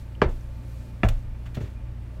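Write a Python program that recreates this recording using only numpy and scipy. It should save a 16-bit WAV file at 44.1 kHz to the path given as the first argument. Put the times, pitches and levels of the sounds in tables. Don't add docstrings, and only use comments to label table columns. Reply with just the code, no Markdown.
import sys
import numpy as np
from scipy import signal
from scipy.io import wavfile

SR = 44100
rng = np.random.default_rng(int(sys.argv[2]) if len(sys.argv) > 2 else 0)


def how_loud(loudness_db):
    steps = np.asarray(loudness_db, float) / 20
    return 10 ** steps


def pcm_store(signal):
    levels = np.round(np.clip(np.atleast_2d(signal), -1, 1) * 32767)
    wavfile.write(sys.argv[1], SR, levels.astype(np.int16).T)


N = 97020

# multiple of shaft rate, level/dB rms, waver/dB, phase/turns
HUM_LINES = [(1, -37.5, 1.17, 0.06), (2, -41.5, 1.83, 0.6), (3, -57.5, 1.3, 0.39), (4, -59, 2, 0.73),
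             (15, -69, 2.8, 0.33)]
SHAFT_HZ = 58.9
FAN_HZ, FAN_DB = 92.6, -45
# f/Hz, width/Hz, level/dB rms
CASING_MODES = [(281, 39, -62), (538.6, 24, -64), (623, 22, -66), (1163, 8.3, -73), (1570, 20, -82.5),
                (2433, 8, -73.5)]
# f/Hz, level/dB per Hz
AIR_SPECTRUM = [(12, -5), (30, -2.5), (75, -9), (145, -14), (280, -18), (400, -27.5), (958, -33.5),
                (2400, -38)]
AIR_DB, AIR_TOP_HZ, AIR_TOP_DB = -43.5, 15700, -81

# t/s, level/dB
RUSTLE_LEVEL = [(0, -61.5), (.05, -67.5), (.2, -69.5), (.36, -63.5), (.5, -67.5), (.66, -65), (.72, -62.5),
                (.88, -63.5), (.93, -67.5), (1.02, -68.5), (1.2, -66.5), (1.27, -70), (1.5, -68),
                (1.62, -69), (1.7, -67.5), (1.78, -72.5), (2.17, -69), (2.2, -73)]
# f/Hz, level/dB per Hz
CLOTH_SPECTRUM = [(1500, -18), (2500, -0.5), (4000, 3), (6000, -0.5), (9000, -1.5), (12000, -1.5),
                  (16500, -10.5)]

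# t/s, peak level/dB, f/Hz, t60/s
GRIT_TICKS = [
    (0.152, -41.5, 2980, 0.013),
    (.4095, -58, 5500, 0.0057),
    (0.4097, -47, 6060, 0.0071),
]

# t/s, peak level/dB, sway level/dB, boom level/dB
HARD_STEPS = [
    (.217, -6, -22, -16),
    (1.033, -9, -17.5, -19.5),
]
# f/Hz, level/dB, t60/s
FIRST_TREAD_MODES = [(152, -4, 0.13), (234, 2, 0.04), (408, 4, 0.072), (467, 2.5, 0.062), (610, -5, 0.11),
                     (773, -11, 0.055), (866, -8.5, 0.1), (1017, -5.5, 0.055), (1185, 0.5, 0.034),
                     (1648, 0.5, 0.025), (2020, -20, 0.082), (2320, -14, 0.08), (2490, -22, .06),
                     (3080, -6, 0.017)]
# f/Hz, level/dB, t60/s
SECOND_TREAD_MODES = [(195, 2.5, 0.08), (309, 1.5, 0.052), (407, -2, 0.04), (660, -18, 0.09),
                      (742, -6, 0.062), (980, -10.5, 0.064), (1186, -10.5, 0.053), (1340, -6, 0.046),
                      (1470, -14.5, 0.024), (1714, -6, 0.04), (2027, -17.5, 0.095), (2468, -7.5, 0.038),
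                      (2743, -10, 0.039), (3380, -16.5, 0.037)]
# f/Hz, level/dB per Hz
FIRST_KNOCK_SPECTRUM = [(59, -29), (100, 3), (262, -9.5), (434, -2.5), (748, -13), (1960, -20), (4350, -32),
                        (15000, -94)]
# f/Hz, level/dB per Hz
SECOND_KNOCK_SPECTRUM = [(59, -27), (100, -3.5), (375, -19.5), (646, -12), (1090, -33), (1210, -24),
                         (2580, -29.5), (15000, -108)]
# f/Hz, t60/s
KNOCK_DECAY = [(100, 0.29), (420, 0.2), (1100, .21), (2900, 0.14), (7000, 0.089), (15000, .1)]
KNOCK_DB, RING_DB, KNOCK_RISE_S = -10, -7.5, 0.0034
CRACK_DB, CRACK_T60_S = 9, 0.016
# f/Hz, level/dB, t60/s
SWAY_MODES = [(26.0, 0, .85), (31.6, -.5, .85)]
SWAY_LAG_S = 0.0156
# f/Hz, level/dB, delay/s, rise/s
STRINGER_BOOMS = [
    [(66.5, -3.5, 0.0236, 0.0145), (96.4, -4, 0.0079, 0.0068)],
    [(51.8, 6, 0.0097, 0.014), (102.7, -1, 0.0139, 0.023)],
]

# t/s, level/dB rms, rise/s, t60/s, brightness/0-1
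SOLE_SCUFFS = [(0.218, -44.5, .0004, 0.032, 1), (.285, -48, 0.011, 0.15, 0.9), (.31, -47, .012, .07, 0.4),
               (1.039, -43, 0.0021, 0.12, 1), (1.0862, -26, 0.00043, 0.038, 0.63),
               (1.089, -45, 0.0015, 0.32, 0.38), (1.455, -37.5, 0.01, 0.094, 0.22),
               (1.544, -35, 0.0056, 0.095, 0.5), (1.569, -60, 0.003, 0.072, 0),
               (1.6, -50.5, 0.0083, 0.39, 0.82)]
# f/Hz, level/dB per Hz
SOLE_SPECTRUM = [(400, -19), (800, -3.5), (1700, 0.5), (3200, -0.5), (5000, -13.5), (6500, -11),
                 (9000, -21.5), (15500, -23.5)]
SOLE_TILT_DB = 6.5

# t/s, level/dB rms, rise/s, t60/s
PADDED_SHUFFLES = [
    (1.569, -32.5, 0.00082, 0.11),
    (1.606, -36.5, .003, 0.12),
    (1.633, -39, 0.015, 0.24),
]
# f/Hz, level/dB per Hz
SHUFFLE_SPECTRUM = [(200, -10), (330, 4.5), (640, -5.5), (1000, -14), (2000, -15.5), (5000, -31.5)]
# t/s, peak level/dB, f/Hz, t60/s
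SOFT_CONTACTS = [(1.570, -20.5, 232.6, 0.072), (1.571, -13.5, 121.5, 0.072), (1.569, -36.5, 588, 0.084),
                 (1.607, -14.5, 125, 0.053), (1.606, -28.5, 420, 0.028), (1.634, -20, 109, 0.098),
                 (1.643, -25, 73, .12), (1.74, -31.5, 44, 1)]
PAD_RISE_S = 0.004

NOTCH_HZ, NOTCH_WIDTH_HZ, NOTCH_SHARE = 10480, 320, 0.58
CUTOFF_HZ = 15900


def rms_one(x):
    return x / np.sqrt(np.mean(x ** 2) + 1e-20)


def at_hz(points, hz):
    table_hz, values = np.array(points).T
    return np.interp(np.log(hz), np.log(table_hz), values)


def drift(rate):
    pole = np.exp(-80 * np.pi * rate / SR)
    white = rng.standard_normal(N // 40 + 2002)
    slow = signal.lfilter([1], [1, -2 * pole, pole * pole], white)[2000:]
    return np.interp(np.arange(N) / 40, np.arange(len(slow)), rms_one(slow))


def since(s):
    return np.maximum(np.arange(N) / SR - s, 0)


def dying(t, t60, rise):
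    return (1 - np.exp(-t / max(rise, 1e-5))) * np.exp(-np.log(1000) * t / t60)


def mode(t, hz, t60, rise=0.00027):
    return dying(t, t60, rise) * np.sin(2 * np.pi * hz * t)


def noise_bands():
    edges = 18 * 2 ** np.arange(0, 10.1, 1 / 3)
    white = rng.standard_normal((2, N + 8000))
    for k, (low, high) in enumerate(zip(edges, edges[1:])):
        band_filter = signal.butter(2, [low, high], "band", fs=SR, output="sos")
        band = signal.sosfilt(band_filter, white[k % 2])
        yield np.sqrt(low * high), band[8000:]


def coloured(spectrum, patchy_db, rate, tilt_db=0):
    together = drift(rate / 4)
    total = np.zeros(N)
    for hz, band in noise_bands():
        patches_db = patchy_db * (0.2 * together + drift(rate))
        total += band * how_loud(at_hz(spectrum, hz) + tilt_db * np.log2(hz / 3000) + patches_db)
    return rms_one(total)


def motor():
    t = np.arange(N) / SR
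    lines = how_loud(FAN_DB + 1.2 * drift(5.6)) * np.sin(2 * np.pi * FAN_HZ * t)
    for multiple, db, waver_db, turns in HUM_LINES:
        level = how_loud(db + waver_db * drift(6.2))
        lines += level * np.sin(2 * np.pi * (multiple * SHAFT_HZ * t + turns))
    casing = np.zeros(N)
    for hz, width, db in CASING_MODES:
        resonance = signal.lfilter(*signal.iirpeak(hz, hz / width, fs=SR), rng.standard_normal(N))
        casing += how_loud(db + 0.83 * drift(0.4)) * rms_one(resonance)
    air = coloured(AIR_SPECTRUM + [(AIR_TOP_HZ, AIR_TOP_DB)], patchy_db=0.27, rate=13)
    return np.sqrt(2) * lines + casing + how_loud(AIR_DB) * air


def rustle():
    s, db = np.transpose(RUSTLE_LEVEL)
    level = how_loud(np.interp(np.arange(N) / SR, s, db))
    return level * coloured([(500, -86)] + CLOTH_SPECTRUM, patchy_db=-0.7, rate=8)


def grit_ticks():
    return sum(how_loud(db) * mode(since(s), hz, t60) for s, db, hz, t60 in GRIT_TICKS)


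def tread_ring(t, modes):
    return sum(how_loud(db) * mode(t, hz, t60) * (-1) ** k for k, (hz, db, t60) in enumerate(modes))


def knock_tail(t, spectrum):
    bands = [(hz, band * how_loud(at_hz(spectrum, hz))) for hz, band in noise_bands() if hz > 90]
    scale = np.std(sum(band for _, band in bands))
    crack = how_loud(CRACK_DB) * dying(t, CRACK_T60_S, 0.00017)
    tail = np.zeros(N)
    for hz, band in bands:
        tail += band * (dying(t, at_hz(KNOCK_DECAY, hz), KNOCK_RISE_S) + crack * (hz > 1300))
    return tail / scale


def flight_sway(s):
    t = since(s + SWAY_LAG_S)
    return sum(how_loud(db) * mode(t, hz, t60, 0.01) * (-1) ** k for k, (hz, db, t60) in enumerate(SWAY_MODES))


def stringer_boom(s, booms):
    total = np.zeros(N)
    for hz, db, lag, rise in booms:
        t = since(s + lag)
        swell = np.e * t / rise * np.exp(-t / rise)
        total += how_loud(db) * swell * np.sin(2 * np.pi * hz * t)
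    return total


def step(s, db, sway_db, boom_db, tread, knock, booms):
    t = since(s)
    strike = how_loud(RING_DB) * tread_ring(t, tread) + how_loud(KNOCK_DB) * knock_tail(t, knock)
    return how_loud(db) * strike + how_loud(sway_db) * flight_sway(s) + how_loud(boom_db) * stringer_boom(s, booms)


def hard_steps():
    treads = (FIRST_TREAD_MODES, SECOND_TREAD_MODES)
    knocks = (FIRST_KNOCK_SPECTRUM, SECOND_KNOCK_SPECTRUM)
    total = np.zeros(N)
    for row, tread, knock, booms in zip(HARD_STEPS, treads, knocks, STRINGER_BOOMS):
        total += step(*row, tread, knock, booms)
    return total


def scuffs():
    dull = coloured(SOLE_SPECTRUM, patchy_db=1.2, rate=60, tilt_db=-SOLE_TILT_DB / 2)
    bright = coloured(SOLE_SPECTRUM, patchy_db=1.2, rate=60, tilt_db=SOLE_TILT_DB / 2)
    total = np.zeros(N)
    for s, db, rise, t60, shine in SOLE_SCUFFS:
        shine = np.clip(shine, 0, 1)
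        total += how_loud(db) * dying(since(s), t60, rise) * (shine * bright + (1 - shine) * dull)
    return total


def padded_shuffle():
    level = sum(how_loud(db) * dying(since(s), t60, rise) for s, db, rise, t60 in PADDED_SHUFFLES)
    return level * coloured(SHUFFLE_SPECTRUM + [(12000, -61)], patchy_db=1.5, rate=58)


def soft_landing():
    return sum(how_loud(db) * mode(since(s), hz, t60, PAD_RISE_S) for s, db, hz, t60 in SOFT_CONTACTS)


def scene():
    background = motor() + rustle()
    feet = grit_ticks() + hard_steps() + scuffs() + padded_shuffle() + soft_landing()
    return (background + feet)[None]


def top_cut(x):
    return signal.sosfilt(signal.butter(12, 16530, fs=SR, output="sos"), x)


def record(dry):
    dip = signal.lfilter(*signal.iirpeak(NOTCH_HZ, NOTCH_HZ / NOTCH_WIDTH_HZ, fs=SR), dry)
    low_pass = signal.ellip(10, 0.5, 60, CUTOFF_HZ, fs=SR, output="sos")
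    mix = signal.sosfilt(low_pass, dry - NOTCH_SHARE * dip)
    return top_cut(mix)


dry = scene()
out = record(dry)
pcm_store(out)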